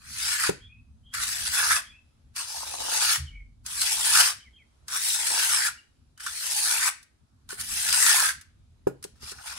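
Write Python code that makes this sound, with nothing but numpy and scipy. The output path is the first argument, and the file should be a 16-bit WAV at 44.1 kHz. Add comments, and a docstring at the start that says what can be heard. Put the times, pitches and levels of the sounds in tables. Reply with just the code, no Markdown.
"""In a fenced backyard, a steel hand trowel is swept in arcs over a wet concrete slab.
In each stroke the blade lands on its edge, flattens, pushes through wet paste and tilts up again before it lifts:
pressure drives the grinding sand as random impacts, and tilt frees the damped resonance of the blade.
Now and then the wooden form is knocked and rings in decaying modes. A bird whistles in gliding tones far off,
over a soft boom and low outdoor noise; fence and house give a short, diffuse echo."""
import sys
import numpy as np
from scipy import signal
from scipy.fft import rfft, irfft, next_fast_len
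from scipy.io import wavfile
from scipy.ndimage import uniform_filter1d, map_coordinates

SR = 44100
rng = np.random.default_rng(int(sys.argv[2]) if len(sys.argv) > 2 else 0)


def materialize(psi):
    """Save the field psi as 16-bit PCM at rate SR to the path in sys.argv[1].

    A 1-D psi becomes a single channel; in a 2-D psi each row is a channel.
    """
    bounded = np.clip(np.atleast_2d(psi).T, -1, 1)
    quanta = np.round(bounded * 32767).astype(np.int16)
    wavfile.write(sys.argv[1], SR, quanta)


N = 422478

# Spectrum of fine sand under steel. Each row: frequency in Hz, relative level in dB.
SAND_SPECTRUM = [(2500, -38), (5500, -11), (7000, -3.5), (8400, 2), (10100, 2.5), (11400, -6), (13500, -9),
                 (16000, -14)]
# Spectrum of coarser grains. Each row: frequency in Hz, relative level in dB.
GRIT_SPECTRUM = [(300, -41), (900, -25.5), (1900, -3), (2350, -8.5), (3100, -1.5), (3750, -2), (4300, 1.5),
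                 (5500, 2.5), (6500, -2), (8000, -17), (16000, -44)]
EDGE_HZ = 1460  # nominal pitch of the blade on its edge


def amp(db):
    """Decibels to amplitude gain: 20 dB is a factor of ten."""
    return 10 ** (np.asarray(db) / 20)


def unit(x):
    """Normalisation: x scaled to an rms of 1."""
    return x / np.sqrt(np.mean(x ** 2) + 1e-20)


def along(points, hz):
    """Interpolation of (Hz, value) points on a logarithmic frequency axis."""
    f, v = np.transpose(points)
    return np.interp(np.log(hz + 1), np.log(f + 1), v)


def wobble(rate):
    """Slow random modulation: a spline through random knots, rate of them a second."""
    knots = rng.standard_normal(int(N * rate / SR) + 4)
    return map_coordinates(knots, [np.arange(N) * rate / SR])


def filtered(x, response):
    """Linear filtering: the spectrum of x is multiplied by a complex response of frequency."""
    size = next_fast_len(x.shape[-1] + 8192)
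    spectrum = rfft(x, size) * response(np.fft.rfftfreq(size, 1 / SR))
    return irfft(spectrum, size)[..., :x.shape[-1]]


def coloured(x, spectrum):
    """Spectral shaping: x is filtered by (Hz, dB) points, then scaled to rms 1."""
    return unit(filtered(x, lambda hz: amp(along(spectrum, hz))))


def add(track, s, sound):
    """Superposition: a sound is summed into a track at time s in seconds."""
    start = max(0, round(s * SR))
    part = track[..., start:start + sound.shape[-1]]
    part += sound[..., :part.shape[-1]]


def stroke(t, pressure, tilt_s, wettest_s, grit_db, ring_db, squelch_db, flat_hz):
    """Contact excitation: pressure drives all layers, tilt frees the ring and shifts its pitch, wetness squelches."""
    normal_db, hiss_db = -29, -3.5  # an ordinary pressure; fine hiss relative to the pressure
    land_db_per_s, lift_db_per_s = 1502, 522  # contact builds up, and breaks off
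    cling_db, cling_db_per_s = -21, 190  # paste clings to the lifted blade for a moment
    landing_tilt, flatten_s = 0.69, 0.14  # tilt runs from 0 (flat) to 1 (on its edge)
    flat_damping_db, ring_follows = 13.5, 0.88  # loss of the ring when flat; ring dB per dB of pressure
    wet_span_s, dry_db, squelch_follows = .28, 17, 0.49  # reach of the wet spot; loss far from it; dB per dB

    times, levels = np.transpose(pressure)
    level_db = np.interp(t, times, levels)
    push_db = level_db - normal_db
    since, lifted = t - times[0], np.maximum(t - times[-1], 0)
    landing_db = land_db_per_s * np.minimum(since, 0)
    leaving_db = np.maximum(-lift_db_per_s * lifted, cling_db - cling_db_per_s * lifted)
    contact_db = landing_db + leaving_db

    rising = np.clip((t - tilt_s) / max(times[-1] - tilt_s, .01), 0, 1)
    tilt = np.minimum(landing_tilt * np.exp(-(since / flatten_s) ** 2) + rising, 1)
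    ring = normal_db + ring_db + ring_follows * push_db - flat_damping_db * (1 - tilt)
    wet = np.exp(-((t - wettest_s) / wet_span_s) ** 2)
    squelch = squelch_db + squelch_follows * push_db - dry_db * (1 - wet)
    gains = amp(contact_db + np.array([level_db + hiss_db, level_db + grit_db, ring, squelch]))
    return *gains, tilt, flat_hz + (EDGE_HZ - flat_hz) * tilt


def stroke_controls():
    """Amplitude and pitch envelopes: hiss, grit, ring and squelch gains, tilt and ring pitch of all strokes."""
    # Differences between strokes. Each row: start of tilting up in seconds, wettest moment in seconds,
    # offsets of grit and ring in dB, squelch in dB at ordinary pressure, nominal pitch of the flat blade in Hz.
    stroke_rows = [ (0.05, 0.67, -4, -1.5, -51.5, 1952), (1.36, 1.65, -3, 0.5, -45, 1620),
                   (2.78, 2.83, -1.5, -3.5, -35, 1300), (3.95, 4.1, -4, -4, -44, 1750),
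                   (5.3, 5.36, -5, -2, -43, 1820), (6.62, 6.59, -5.5, -2.5, -46.5, 1752),
                   (7.86, 8.1, -6, -2, -45, 1850), (9.301, 9.5, -0.5, -3.5, -44, 1400)]
    # Pressure on the blade, one curve per stroke from landing to lift.
    # Each row of a curve: time in seconds, level that drives the scrape in dB.
    pressure_curves = [
        [(0.0, -61), (0.018, -60.5), (0.134, -40), (0.268, -28.5), (0.322, -27.5), (0.376, -29.5),
         (0.442, -28.5), (0.498, -33), (0.5, -39.5)],
        [(1.142, -38), (1.148, -32.5), (1.19, -37.5), (1.236, -27.5), (1.248, -33), (1.506, -33.5),
         (1.546, -26.5), (1.768, -26), (1.785, -31.5)],
        [(2.36, -44.5), (2.364, -35.5), (2.472, -42), (2.516, -38.5), (2.78, -39.5), (3.052, -23),
         (3.062, -26.5), (3.128, -23), (3.175, -33)],
        [(3.66, -43.5), (3.728, -37.5), (3.824, -27.5), (3.882, -28), (3.912, -26.5), (3.998, -29.5),
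         (4.21, -16.5), (4.216, -20), (4.305, -28.5)],
        [(4.882, -52), (4.898, -42), (4.928, -31.5), (5.124, -25.5), (5.184, -30.5), (5.414, -24),
         (5.658, -28.5), (5.67, -24), (5.685, -32)],
        [(6.2, -49), (6.278, -36.5), (6.352, -38.5), (6.372, -36.5), (6.526, -28), (6.718, -24.5), (6.822, -27),
         (6.862, -24), (6.89, -29)],
        [(7.495, -55), (7.505, -37), (7.571, -49), (7.611, -29), (7.631, -40.5), (7.729, -31), (8.089, -18.5),
         (8.265, -23.5), (8.31, -31)],
        [(9.16, -68), (9.194, -72), (9.224, -48.5), (9.32, -42.5), (9.338, -57), (9.412, -54.5), (9.48, -40.5),
         (9.56, -47), (9.58, -43)],
    ]
    wander_hz = 100  # scale of the pitch bends from the unsteady hand
    t, controls = np.arange(N) / SR, np.zeros((6, N))
    controls[-1] = EDGE_HZ
    for pressure, row in zip(pressure_curves, stroke_rows):
        near = (t > pressure[0][0] - .05) & (t < pressure[-1][0] + .3)
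        controls[:, near] = stroke(t[near], pressure, *row)
    controls[-1] += wander_hz * wobble(14)
    return controls


def grains(rate, size_db, spread_s):
    """Random impacts: stereo impulses whose port delay varies with their spot along the blade."""
    count = int(rate * N / SR)
    draws = rng.standard_normal((count, 3))
    when = rng.integers(0, N, count)
    size = np.sign(draws[:, 0]) * amp(size_db * draws[:, 1])
    delay = np.round(spread_s * SR * draws[:, 2]).astype(int)
    left = np.clip(when + delay, 0, N - 1)
    return np.array([np.bincount(left, size, N), np.bincount(when, size, N)])


def patchy(x, depth_db, size_bins=5, size_frames=12):
    """Time-frequency modulation: narrow bands swell and fade at random, alike in both channels."""
    z = signal.stft(x, nperseg=512)[2]
    field = uniform_filter1d(rng.standard_normal(z.shape[1:]), size_bins, 0)
    field = uniform_filter1d(field, size_frames, 1)
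    return signal.istft(z * amp(depth_db * unit(field)), nperseg=512)[1][:, :N]


def squeaks(rate, life_s, size_db):
    """Stick-slip friction: single grains catch under the steel, each a tiny ring at its own pitch."""
    count = int(rate * N / SR)
    draws, t = rng.random((count, 5)), np.arange(SR // 40) / SR
    hz = 2400 * (11000 / 2400) ** draws[:, :1]
    u = t / (life_s * (.5 + draws[:, 1:2]))
    swell = amp(size_db * draws[:, 2:3]) * u * np.exp(-u) * (1 - t / t[-1])
    where = (draws[:, 3:4] * N).astype(int) + np.arange(len(t))
    channels = []
    # the spot along the blade sets the phase between the ports
    for phase in (0, 3 * (draws[:, 4:] - .5)):
        rings = swell * np.sin(2 * np.pi * hz * t + phase)
        channels.append(np.bincount(where.ravel(), rings.ravel(), N)[:N])
    return unit(np.array(channels))


def sand(judder, hiss, grit):
    """Granular friction: fine sand hisses and coarser grains crack and squeak, in shared clumps."""
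    clumps = amp(1.1 * judder + 0.92 * wobble(260))
    fine = patchy(grains(rate=22000, size_db=4.2, spread_s=.000018) * clumps, depth_db=2.7)
    coarse = patchy(grains(rate=14000, size_db=4.2, spread_s=.00006) * clumps, depth_db=3.3, size_bins=4)
    squeaking = amp(-9) * squeaks(rate=420, life_s=.002, size_db=20)
    hissing = amp(-0.74) * hiss * coloured(fine, SAND_SPECTRUM)
    cracking = amp(-0.7) * coloured(coarse, GRIT_SPECTRUM)
    return hissing + grit * (cracking + squeaking)


def blade(judder, pitch_hz, width_hz, core_hz, core_db):
    """Driven resonance: grains excite a broad peak and a narrow core that move as the blade tilts off the paste."""
    drive = grains(rate=2500, size_db=4.0, spread_s=.00013) * amp(2 * judder)
    hz, _, z = signal.stft(patchy(drive, depth_db=4.0, size_bins=2), SR, nperseg=512)
    centre = pitch_hz[np.minimum(np.arange(z.shape[-1]) * 256, N - 1)]  # one pitch per frame
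    detune = (hz[:, None] ** 2 - centre ** 2) / (hz[:, None] + 1)
    broad = 1 / (1 + (detune / width_hz) ** 2)
    core = amp(core_db) / (1 + (detune / core_hz) ** 2)
    return unit(signal.istft(z * (broad + core), nperseg=512)[1][:, :N])


def paste(judder, squelch, tilt):
    """Cavity popping: pressed cement paste opens wet pockets, larger and deeper under a flat, hard-pressed blade."""
    # Small pockets. Each row: frequency in Hz, relative level in dB.
    small_spectrum = [(150, -27), (330, -31.5), (480, -10), (700, 2), (900, 3), (1200, -12), (2000, -26),
                      (5000, -50.5)]
    # Large pockets. Each row: frequency in Hz, relative level in dB.
    large_spectrum = [(150, -35.5), (280, -10.5), (400, -9.5), (540, 1.5), (700, -1.5), (1000, -16.5),
                      (3000, -58.5)]
    small = grains(rate=700, size_db=6.5, spread_s=.00004) * amp(1.1 * judder)
    large = grains(rate=260, size_db=5.5, spread_s=.00004) * amp(2.7 * judder)
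    depth = (squelch / squelch.max()) ** 0.45 * amp(-5.5 - 11 * tilt)
    popping = coloured(patchy(small, depth_db=4.0, size_bins=2), small_spectrum)
    return squelch * (popping + depth * coloured(large, large_spectrum))


def catches():
    """Impact excitation: landing or dragging a pebble gives a gritty burst and jolts the blade into a clang."""
    # Landings and caught pebbles. Each row: start in seconds, relative levels of crunch and clang in dB.
    catch_rows = [(0.4356, -14.5, -21.5), (1.1382, -22, -33), (2.362, -20.5, -40.5), (3.662, -20, -47),
                  (3.8148, -13.5, -39.5), (4.1512, -6.5, -19), (4.1713, -6.5, -23), (4.204, -5, -23),
                  (4.8815, -23.5, -41), (5.2689, -13.5, -42), (6.1759, -40, -52), (6.204, -29, -42.5),
                  (6.2634, -19.5, -29), (6.7094, -11.5, -33), (7.028, -39.5, -65), (7.4898, -28, -47.5),
                  (7.6101, -23.5, -44), (7.8915, -14.5, -41.5), (7.9254, -8.5, -32), (8.063, -5.5, -21.5),
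                  (8.0945, -8, -23), (8.4113, -34.5, -57), (9.0261, -31, -54), (9.0393, -23, -52.5),
                  (9.3162, -28.5, -40), (9.3846, -46, -42), (9.468, -27, -44)]
    # Spectrum of the jolted blade. Each row: frequency in Hz, relative level in dB.
    clang_spectrum = [(700, -31.5), (1200, -6.5), (1480, 1), (1800, -4.5), (2600, -20), (6000, -45.5)]
    crunch_t60_s, clang_t60_s = .047, .11
    track, t = np.zeros((2, N)), np.arange(SR // 8) / SR
    for s, crunch_db, clang_db in catch_rows:
        noise = rng.standard_normal(len(t)) + rng.standard_normal((2, len(t)))  # shared part + one per port
        crush = noise * amp(3 * rng.standard_normal(len(t)))
        burst = unit(coloured(crush, SAND_SPECTRUM) + 0.93 * coloured(crush, GRIT_SPECTRUM))
        burst = burst * amp(crunch_db - 7.5 - 60 * t / crunch_t60_s)
        clang = coloured(rng.standard_normal(len(t)), clang_spectrum)
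        clang = clang * amp(clang_db - 1 - 60 * t / clang_t60_s)
        add(track, s, (1 - np.exp(-t / 0.00058)) * (burst + clang))
    return track


def knocks():
    """Modal vibration: each blow rings the decaying modes of the board, with a faint noisy crack on top."""
    # Blows on the wooden form. Each row: start in seconds, relative level in dB.
    knock_rows = [(0.4924, -14.5), (7.528, -36.5), (8.87, -12.5), (9.048, -33), (9.229, -46), (9.319, -41)]
    # Modes of the form board. Each row: frequency in Hz, mean relative level in dB, 60 dB decay time in seconds.
    board_modes = [(133.5, -28.5, 0.39), (179, -11, 0.081), (284, -23.5, 0.24), (406, 1, 0.045),
                   (461, 5, 0.023), (770, -13, 0.062), (950, -13, 0.032), (1170, -16, 0.019),
                   (1430, -28, 0.12), (1650, -20, 0.035)]
    # Spectrum of the crack. Each row: frequency in Hz, relative level in dB.
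    crack_spectrum = [(500, 2), (2000, -7.5), (3500, -16.5), (9000, -13), (13000, -17.5)]
    track, t = np.zeros(N), np.arange(SR // 3) / SR
    for s, db in knock_rows:
        ring = np.zeros(len(t))
        for hz, level, t60 in board_modes:
            ring += amp(level + rng.normal(0, 1) - 60 * t / t60) * np.sin(2 * np.pi * hz * t)
        crack = amp(-24.0 - 60 * t / 0.1) * coloured(rng.standard_normal(len(t)), crack_spectrum)
        add(track, s, amp(db) * (ring + crack) * (1 - np.exp(-t / 0.0013)))
    return track


def bird():
    """Frequency modulation: slurred, fluttering whistles glide in pitch while they swell and fade."""
    # Whistles. Each row: start in seconds, length in seconds, nominal start and end pitch in Hz, relative level in dB.
    whistle_rows = [(0.598, 0.1, 3110, 3440, -53.5), (0.665, 0.15, 2370, 2560, -58),
                    (1.029, 0.22, 3140, 3430, -56.5), (1.845, 0.089, 3150, 3380, -53.5),
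                    (1.894, 0.12, 2380, 2690, -57), (3.252, 0.067, 3250, 2800, -51.5),
                    (3.3, 0.14, 2266, 2170, -52.5), (4.387, 0.069, 3040, 3100, -56.5),
                    (4.435, 0.062, 2420, 1900, -57.5), (4.527, 0.073, 3170, 3230, -55.5),
                    (4.577, 0.067, 2570, 1900, -57.5), (5.77, 0.04, 2840, 2740, -54),
                    (6.166, 0.13, 3020, 3040, -55)]
    arch_hz = 25  # upward bend in the middle of every whistle
    track = np.zeros(N)
    for s, length, start_hz, end_hz, db in whistle_rows:
        u = np.linspace(0, 1, int(length * SR))
        swell = np.sin(np.pi * u)
        pitch = start_hz + (end_hz - start_hz) * u + arch_hz * swell
        flutter = unit(uniform_filter1d(rng.standard_normal(len(u)), size=90))
        pitch = pitch * (1 + .024 * flutter)
        add(track, s, amp(db) * swell * np.sin(2 * np.pi * np.cumsum(pitch) / SR))
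    return track * amp(2.7 * wobble(120))


def yard(x):
    """Diffuse reverberation: fence and house answer with decaying noise, different at each port."""
    # Decay of the echo. Each row: frequency in Hz, 60 dB decay time in seconds.
    decay_times = [(150, 0.24), (600, 0.19), (2000, 0.38), (6000, 0.3), (14000, 0.18)]
    hz, t, z = signal.stft(rng.standard_normal((2, SR // 2)), SR, nperseg=256)
    decay = amp(-60 * t / along(decay_times, hz)[:, None])
    tail = signal.istft(z * decay * (1 - np.exp(-t / 0.0061)), SR, nperseg=256)[1]
    return signal.fftconvolve(np.atleast_2d(x), tail / np.linalg.norm(tail[0]), axes=1)[:, :N]


def boom():
    """Additive synthesis: low tones that swell and die sum to a soft, very low boom."""
    # Tones. Each row: start in seconds, frequency in Hz, relative level in dB, swell time in seconds.
    boom_tones = [(3.19, 76, -33.5, 0.028), (3.175, 133, -40.5, 0.031), (3.28, 46, -42, 0.07)]
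    track, t = np.zeros(N), np.arange(SR // 2) / SR
    for s, hz, db, swell in boom_tones:
        envelope = t / swell * np.exp(1 - t / swell)
        add(track, s, amp(db) * envelope * np.sin(2 * np.pi * hz * t))
    return track * amp(2.3 * wobble(40))


def outdoors():
    """Filtered noise: a lumpy low rumble, partly coherent between the ports, under a faint drifting hiss."""
    # Slow drift of the rumble. Each row: time in seconds, relative level in dB.
    rumble_drift = [(0, -58.2), (0.7, -60.5), (1.3, -57.2), (2.0, -62.1), (2.7, -65.6), (3.7, -58.3),
                    (4.6, -66.1), (5.7, -69.0), (6.6, -65.9), (7.1, -70.8), (7.7, -57.7), (8.5, -62.8),
                    (9.58, -65.3)]
    # Spectrum of the rumble. Each row: frequency in Hz, relative level in dB.
    rumble_spectrum = [(13, -38), (22, -11.5), (47, -3), (65, 3), (123, -5.5), (152, -11), (193, -17.5),
                       (232, -9.5), (246, -13), (285, -25), (325, -30.5), (359, -31), (381, -43),
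                       (400, -35.5), (520, -67), (880, -120)]
    # Spectrum of the hiss. Each row: frequency in Hz, relative level in dB.
    air_spectrum = [(150, -16.5), (300, -5.5), (500, -13), (1300, -15), (2000, -20.5), (4000, -19.5),
                    (8000, -24), (11000, -25), (12500, -40), (16000, -46)]
    level_db = np.interp(np.arange(N) / SR, *np.transpose(rumble_drift))
    noise = rng.standard_normal(N) + 0.49 * rng.standard_normal((2, N))
    rumble = coloured(noise, rumble_spectrum) * amp(level_db + 4.0 + 3.7 * wobble(21))
    air = coloured(patchy(rng.standard_normal((2, N)), depth_db=1.5, size_frames=30), air_spectrum)
    return rumble + amp(-71.5 + 1.7 * wobble(2.6)) * air


def ports(x):
    """Minimum-phase filtering: the two microphone ports have opposite, causal resonances."""
    # Unequal hearing of the slab. Each row: frequency in Hz, left minus right gain in dB.
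    port_difference = [(850, 1), (1150, -6.5), (1400, -6.5), (1750, -1.5), (2300, 10), (3600, -0.5),
                       (4500, 1.5), (5600, 2.5), (7200, 8), (8400, 10.5), (9900, -8), (11000, -9.5),
                       (12300, 1.5), (15500, -4)]
    size = 1024
    difference_db = along(port_difference, np.fft.rfftfreq(size, 1 / SR))
    log_gain = np.log(amp(difference_db)) * np.array([[.5], [-.5]])
    # folding the cepstrum onto positive times makes the response causal
    cepstrum = irfft(log_gain)[:, :size // 2]
    cepstrum[:, 1:] *= 2
    return signal.fftconvolve(x, irfft(np.exp(rfft(cepstrum, size))), axes=1)[:, :N]


def scene():
    """Interaural-style delay and reverberant mix: the trowel works to the right, the bird among its echoes."""
    lag_s = .00079  # the left port hears the trowel later than the right
    hiss, grit, ring, squelch, tilt, pitch_hz = stroke_controls()
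    judder = wobble(55)  # the blade grips and slips unevenly
    steel = amp(.7) * ring * blade(judder, pitch_hz, width_hz=1050, core_hz=300, core_db=-5)
    trowel = amp(2.5) * sand(judder, hiss, grit) + steel + amp(2.17) * paste(judder, squelch, tilt)
    work = trowel + catches() + knocks()
    # half the lag delays the left port, half advances the right
    direct = filtered(work, lambda hz: np.exp(-1j * np.pi * hz * lag_s * np.array([[1], [-1]])))
    slab = ports(direct + amp(-14.5) * yard(work))
    song = bird()
    return slab + amp(2) * song + amp(-8) * yard(song) + boom() + outdoors()


def record(dry):
    """Soft saturation and band limiting: the highest peaks are rounded and the top of the treble is cut."""
    top_hz = 15900  # middle of a 400 Hz wide slope
    rounded = dry / (1 + (dry / .8) ** 6) ** (1 / 6)
    return filtered(rounded, lambda hz: np.clip((top_hz - hz) / 400 + .5, 0, 1) ** 2)


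dry = scene()
out = record(dry)
materialize(out)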